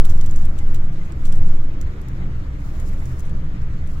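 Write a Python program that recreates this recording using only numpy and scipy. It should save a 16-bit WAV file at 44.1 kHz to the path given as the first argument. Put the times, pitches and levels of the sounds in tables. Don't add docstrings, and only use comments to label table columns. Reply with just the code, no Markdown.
import sys
import numpy as np
from scipy import signal
from scipy.fft import rfft, irfft
from scipy.io import wavfile
from scipy.ndimage import uniform_filter1d, minimum_filter1d

SR = 44100
rng = np.random.default_rng(int(sys.argv[2]) if len(sys.argv) > 2 else 0)


def amp(db):
    return 10 ** (np.asarray(db, float) / 20)


def write(x):
    x = np.atleast_2d(x).T
    wavfile.write(sys.argv[1], SR, np.round(np.clip(x, -1, 1) * 32767).astype(np.int16))


N = 176400


def evened(x):
    return x / np.sqrt(np.mean(x ** 2) + 1e-20)


def read(points, hz):
    f, value = np.transpose(points)
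    return np.interp(np.log(hz + 1), np.log(f + 1), value)


def curve(rows, t):
    s, db = np.transpose(rows)
    return np.interp(t, s, db)


def slow(rate_hz):
    f = np.fft.rfftfreq(N, 1 / SR)
    return evened(irfft(rfft(rng.standard_normal(N)) * np.exp(-(f / rate_hz) ** 2), N))


def coloured(x, colour, top_db=0.):
    hz = np.fft.rfftfreq(256, 1 / SR)
    treble_db = top_db * np.clip((hz - 9500) / 2000, 0, 1)
    taps = np.roll(irfft(amp(read(colour, hz) + treble_db)), 128) * np.hanning(256)
    return signal.oaconvolve(x, taps[None], "same", axes=1)


def cabin(x):
    t, t60_s = np.arange(6000) / SR, .06
    sparse = rng.standard_normal((2, 6000)) * (rng.random((2, 6000)) < .05)
    taps = sparse * amp(-60 * t / t60_s) * (t > .002)
    taps = taps / np.linalg.norm(taps, axis=1, keepdims=True)
    return signal.fftconvolve(x, taps, axes=1)[:, :N]


def ring(modes, detune, rise_s=0.000079):
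    t = np.arange(3000) / SR
    total = np.zeros(3000)
    for (hz, db, t60_s), shift in zip(modes, detune):
        total += amp(db - 60 * t / t60_s) * np.sin(2 * np.pi * hz * (1 + shift) * t)
    return np.minimum(t / rise_s, 1) * total


# (start_s, level_db)
ROAD_LOAD = [
    (0.05, -31),
    (0.16, -32),
    (3.95, -35),
]
# (pitch_hz, share 0-1)
PORT_COHERENCE = [(20, 0.92), (60, 1), (130, 0.97), (290, 0.94), (600, 0.1), (1400, 0.18), (4000, 0.42),
                  (15000, 0.3)]


def ports(colour_db, size, patchy_db, flicker_db, load):
    hop = size // 4
    frames, hz = N // hop + 5, np.fft.rfftfreq(size, 1 / SR)
    a, b, c, d, patch = rng.standard_normal((frames, len(hz), 5)).T
    patch = evened(uniform_filter1d(uniform_filter1d(patch, size=8, axis=0), size=10, axis=1))
    flicker = evened(uniform_filter1d(rng.standard_normal(frames), size=6))
    load_db = curve(ROAD_LOAD, np.arange(frames) * hop / SR)
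    load_db = load * (load_db - load_db.mean())
    same = np.clip(read(PORT_COHERENCE, hz), 0, 1)[:, None]
    late = np.exp(-2j * np.pi * hz * 0.0003 * hz / (hz + 250))[:, None]
    right = a + 1j * b
    left = same * late * right + np.sqrt(1 - same ** 2) * (c + 1j * d)
    gain_db = colour_db(hz)[:, None] + patchy_db * patch + flicker_db * flicker + load_db
    z = np.array([left, right]) * amp(gain_db)
    return evened(signal.istft(z, nperseg=size, noverlap=size - hop)[1][:, :N])


# (pitch_hz, level_db per Hz)
HISS_SPECTRUM = [(240, -30.5), (400, -18.5), (757, -14), (1210, -4), (4120, -20.5), (7440, -26),
                 (8420, -33), (15200, -35), (16400, -53)]


def hiss():
    def colour_db(hz):
        glass_db = 3 / (1 + ((hz - 2150) / 300) ** 2)
        return read(HISS_SPECTRUM, hz) + glass_db - 40 * (hz < 420)
    return amp(-49.5) * ports(colour_db, size=512, patchy_db=1.36, flicker_db=.7, load=0.51)


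# (pitch_hz, level_db per Hz)
DRONE_SPECTRUM = [(25, -0.5), (46, -7.5), (100, -9.5), (200, -19.5), (260, -24), (450, -29), (700, -34.5),
                  (1500, -46)]
# (pitch_hz, width_hz, lift_db)
PANEL_BOOMS = [
    (30.8, 7.2, 0),
    (60.7, 2.2, 17),
    (75.8, 20.6, 6.5),
    (127.5, 7.4, 2.5),
    (167, 33.6, 6),
    (288.6, 15.8, 8),
    (322.4, 11.3, 5),
    (594, 11, 3.5),
]


def drone():
    def colour_db(hz):
        lift_db = sum(db / (1 + ((hz - f) / (width / 2)) ** 2) for f, width, db in PANEL_BOOMS)
        return read(DRONE_SPECTRUM, hz) + lift_db - 60 * (hz < 18) - 40 * (hz > 2000)
    return amp(-26.5) * ports(colour_db, size=4096, patchy_db=1.5, flicker_db=0.86, load=0.95)


# (start_s, level_db)
CHATTER_LEVEL = [(.05, -57.5), (.4, -56), (.9, -64), (1.15, -66), (1.35, -55.5), (1.62, -60.5), (1.78, -77),
                 (2.5, -76), (2.65, -56.5), (2.85, -57.5), (3.1, -57.5), (3.28, -62.5), (3.42, -70),
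                 (3.8, -78), (3.9, -55.5), (3.98, -63)]
# (pitch_hz, level_db per Hz)
RUSTLE_SPECTRUM = [(2000, -17), (4000, -4), (6000, -1), (7200, 1), (8200, -6.5), (11000, -6.5), (15500, -6)]


def chatter():
    contacts_per_s, spread_db = 2500, 4
    size = amp(spread_db * np.minimum(rng.exponential(1, (2, N)), 5))
    size = size * (rng.random((2, N)) < contacts_per_s / SR)
    size = size * rng.choice([-1., 1.], (2, N))
    crossed = .5 * np.roll(size[::-1], 17, axis=1)
    rustle = coloured(size + crossed, RUSTLE_SPECTRUM)
    rustle = rustle + cabin(rustle)
    level_db = curve(CHATTER_LEVEL, np.arange(N) / SR) + 0.5
    return evened(rustle) * amp(level_db + 2.5 * slow(rate_hz=18))


# (pitch_hz, level_db, t60_s)
CLOSING_MODES = [(2070, -57, .05), (3070, -68, .04), (2160, -59, .04)]
# (pitch_hz, level_db, t60_s)
OPENING_MODES = [(2070, -55, .05), (840, -55, .06), (2140, -59, .04)]
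RELAY_STRENGTH = [14, 18, 19, 19, 18, 19, 14, 18, 12, 14]


def relay():
    first_s, every_s = .208, .4015
    out = np.zeros(N + 3000)
    for k, luck in enumerate(rng.random((10, 4))):
        at = round((first_s + k * every_s) * SR)
        modes = (CLOSING_MODES, OPENING_MODES)[k % 2]
        tick = ring(modes, 0.0041 * (luck[:3] - .5), rise_s=.005)
        out[at:at + 3000] += amp(RELAY_STRENGTH[k]) * tick
    return np.array([np.roll(out, 14), out])[:, :N]


# (pitch_hz, level_db, t60_s)
TRIM_MODES = [(6900, -25, .05), (7250, -26, .04)]


def knocks(rows, colour, snap_s, ring_db, bright_db, scuff_db):
    out, t = np.zeros((2, N + 6000)), np.arange(400) / SR
    luck, grit = rng.random((len(rows), 3)), rng.standard_normal((len(rows), 400))
    decay = np.exp(-t / snap_s) + amp(scuff_db) * np.exp(-t / .0035)
    for (s, db, top_db, pan_db), u, g in zip(rows, luck, grit):
        burst = np.pad(g * decay, (150, 2450))
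        click = coloured(burst[None], colour, top_db + bright_db)[0]
        click = click / np.sqrt(2 * uniform_filter1d(click ** 2, size=30).max())
        tone = np.roll(ring(TRIM_MODES, 0.08 * (u[:2] - .5), 0.00046), 150)
        hit = click + amp(ring_db + 8 * (u[2] - .5)) * tone
        for ear, lag, side in ((0, 8, 1), (1, -8, -1)):
            k = round(s * SR) + lag - 150
            out[ear, k:k + len(hit)] += amp(db + 4 + side * pan_db / 2) * hit
    return out[:, :N]


# (start_s, peak_db, treble_db, left_right_db)
DRY_TICKS = [(1.614, -54, -10, 0), (1.6156, -54, -12, -3), (1.8141, -36, -7, -10), (2.0164, -48, -7, -7),
             (2.0856, -45, -5, -12), (2.8004, -40, -8, -3), (2.805, -52, -7, 2), (2.8112, -52, -10, 5),
             (2.8872, -51, -13, 13), (2.8906, -51, -7, 10), (2.8942, -49, -10, 5), (2.9304, -50, -9, 11),
             (2.9377, -50, -14, 8), (2.992, -50, -8, 9), (3.0044, -50, -9, 10), (3.0569, -43, -14, -8),
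             (3.1846, -52, -6, 9), (3.1902, -52, -4, 10), (3.1961, -44, -9, 13), (3.2039, -46, -12, 13),
             (3.2541, -51, -10, 9), (3.2638, -50, -13, 9), (3.2956, -53, -18, 15), (3.6188, -49, -10, -5),
             (3.8736, -46, -10, 5), (3.877, -49, -6, 2), (3.917, -52, -9, 5), (3.9274, -54, -4, 4),
             (3.9349, -54, -6, 3)]
# (pitch_hz, level_db per Hz)
TICK_SPECTRUM = [(2000, -20), (4300, -9), (5500, -8), (6900, 0), (8500, -6), (12000, -9), (16000, -11)]


def ticks():
    return knocks(DRY_TICKS, TICK_SPECTRUM, snap_s=.0002, ring_db=0., bright_db=6, scuff_db=-17)


# (start_s, peak_db, treble_db, left_right_db)
TRIM_RATTLES = [(0.0037, -44, -8, 18), (0.0481, -40, -18, -8), (0.0535, -32, -3, -11),
                (0.0971, -36, -8, -8), (0.1003, -42, -4, -9), (0.1038, -39, -7, -12),
                (0.1091, -42, -7, -10), (0.1107, -48, -16, 0), (0.1189, -48, -12, -7),
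                (0.1211, -49, -10, -3), (0.1262, -49, -10, -8), (0.1314, -50, -10, -5),
                (0.2088, -49, -8, -1), (0.2121, -34, -14, -4), (0.2614, -39, -7, -5), (0.264, -41, -9, -7),
                (0.2677, -47, -11, -7), (0.3112, -39, -9, -11), (0.3582, -46, -11, -6),
                (0.3616, -35, -8, -6), (0.39, -50, -8, -6), (0.4539, -38, -8, -2), (0.5798, -46, -9, 2),
                (0.5829, -51, -11, 2), (0.588, -38, -18, -6), (0.5897, -45, -14, -5),
                (0.5929, -45, -11, -8), (0.7419, -47, -4, -9), (0.7464, -36, -8, -7), (0.7518, -46, -11, 2),
                (0.7547, -47, -9, -3), (0.7593, -42, -15, -3), (1.0499, -56, -12, 1),
                (1.0536, -54, -15, -3), (1.0597, -53, -12, -3), (1.1224, -43, -16, -5),
                (1.2336, -53, -11, -4), (1.2485, -49, -8, -5), (1.2525, -42, -13, -6),
                (1.2546, -38, -12, -7), (1.2568, -42, -11, -10), (1.2586, -43, -11, -6),
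                (1.2617, -47, -9, -3), (1.2657, -47, -10, -8), (1.2711, -45, -10, -4),
                (1.2777, -49, -13, -8), (1.3197, -45, -13, -3), (1.3248, -38, -16, -8),
                (1.3583, -49, -10, 1), (1.3706, -49, -17, -5)]
# (pitch_hz, level_db per Hz)
KNOCK_SPECTRUM = [(1500, -28), (3600, -5), (5300, -9), (6900, -1), (8300, -7), (10500, -14), (14200, -11),
                  (16000, -12)]


def rattles():
    return knocks(TRIM_RATTLES, KNOCK_SPECTRUM, snap_s=.0005, ring_db=3., bright_db=8, scuff_db=-11)


# (pitch_hz, rms_db, waver_share)
FIRING_ORDERS = [(59.87, -35.5, 0.0486), (124.2, -40, 0.01772)]
# (start_s, level_db)
ENGINE_EFFORT = [(0.05, -40), (0.77, -39.5), (1.55, -33.5), (2.03, -41), (2.06, -33.5), (2.95, -39.5),
                 (2.99, -44), (3.09, -24.5), (3.16, -30), (3.21, -48), (3.39, -33.5), (3.47, -52),
                 (3.58, -33.5), (3.95, -38)]


def engine():
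    effort_db = curve(ENGINE_EFFORT, np.arange(N) / SR)
    effort_db = effort_db - effort_db.mean()
    total = np.zeros(N)
    for k, (hz, db, share) in enumerate(FIRING_ORDERS):
        level = amp(db + 3.0 + 2 * slow(rate_hz=10.0) + k * effort_db)
        pitch_hz = hz * (1 + share * slow(rate_hz=4.606))
        total += level * np.sin(2 * np.pi * np.cumsum(pitch_hz) / SR)
    return total


# (start_s, pitch_hz, peak_db)
BODY_SWING = [(0.0, 10.57, -2.0), (0.2, 10.84, -5.8), (0.4, 12.14, -4.2), (0.55, 10.66, -13.6),
              (0.72, 12.45, -6.4), (0.9, 10.91, -9.8), (1.15, 11.0, -32.3), (1.3, 12.03, -5.5),
              (1.5, 11.34, -3.1), (1.7, 10.42, -13.8), (1.95, 20.6, -46.0), (2.15, 19.45, -23.0),
              (2.3, 11.84, -18.7), (2.6, 17.02, -28.2), (2.95, 12.38, -31.4), (3.2, 11.06, -17.9),
              (3.55, 11.28, -17.1), (4.0, 10.75, -18.7)]


def shake():
    t, first_crest_s = np.arange(N) / SR, .0107
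    s, hz, db = np.transpose(BODY_SWING)
    turns = np.cumsum(np.interp(t, s, hz)) / SR
    turns = turns - turns[round(first_crest_s * SR)]
    swing = np.interp(t, s, amp(db + .2)) * np.cos(2 * np.pi * turns)
    f = np.fft.rfftfreq(N, 1 / SR)
    band = np.exp(-((f - 15.9) / 6) ** 2)
    heave = irfft(rfft(rng.standard_normal(N)) * band, N)
    return swing + amp(-25.5) * evened(heave)


def scene():
    hits = rattles() + ticks() + relay()
    low = shake() + engine()
    late = np.r_[np.full(14, low[0]), low[:-14]]
    body = np.array([late, low])
    return body + drone() + hiss() + chatter() + hits + amp(-12) * cabin(hits)


def thin_treble(x):
    hz, t, z = signal.stft(x, SR, nperseg=1536, noverlap=1024, boundary="even")
    power = abs(z) ** 2
    shake_db = 10 * np.log10(uniform_filter1d(power[0, :2].sum(0), size=5))
    wander = evened(uniform_filter1d(rng.standard_normal(len(t)), size=5))
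    starved = .5 * wander + np.clip((shake_db + 20) / 14, -.2, .6)
    patch = uniform_filter1d(rng.standard_normal(z.shape[1:]), size=12, axis=0)
    patch = evened(uniform_filter1d(patch, size=3, axis=1))
    top = power[:, hz > 4000].sum((0, 1))
    calm = top < 3 * minimum_filter1d(top, size=9)
    depth = np.clip(starved + patch + hz[:, None] / 9000 - .7, 0, 2)
    bar = .9 * depth * calm * (hz[:, None] > 2400)
    weak = power < bar * uniform_filter1d(power, size=15, axis=1)
    return signal.istft(np.where(weak, .02 * z, z), SR, nperseg=1536, noverlap=1024)[1][:, :N]


def band_limit(x):
    return signal.sosfilt(signal.butter(12, 16580, fs=SR, output="sos"), x)


def record(dry):
    limit, edge_hz = 3.3, 15950
    soft = dry / (1 + (abs(dry) / limit) ** 6) ** (1 / 6)
    padded = np.pad(soft, ((0, 0), (300, 300)), "edge")
    taps = signal.firwin(501, edge_hz, window=("kaiser", 7), fs=SR)
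    cut = signal.oaconvolve(padded, taps[None], "same", axes=1)
    finished = thin_treble(cut[:, 300:-300])
    return band_limit(finished)


dry = scene()
out = record(dry)
write(out)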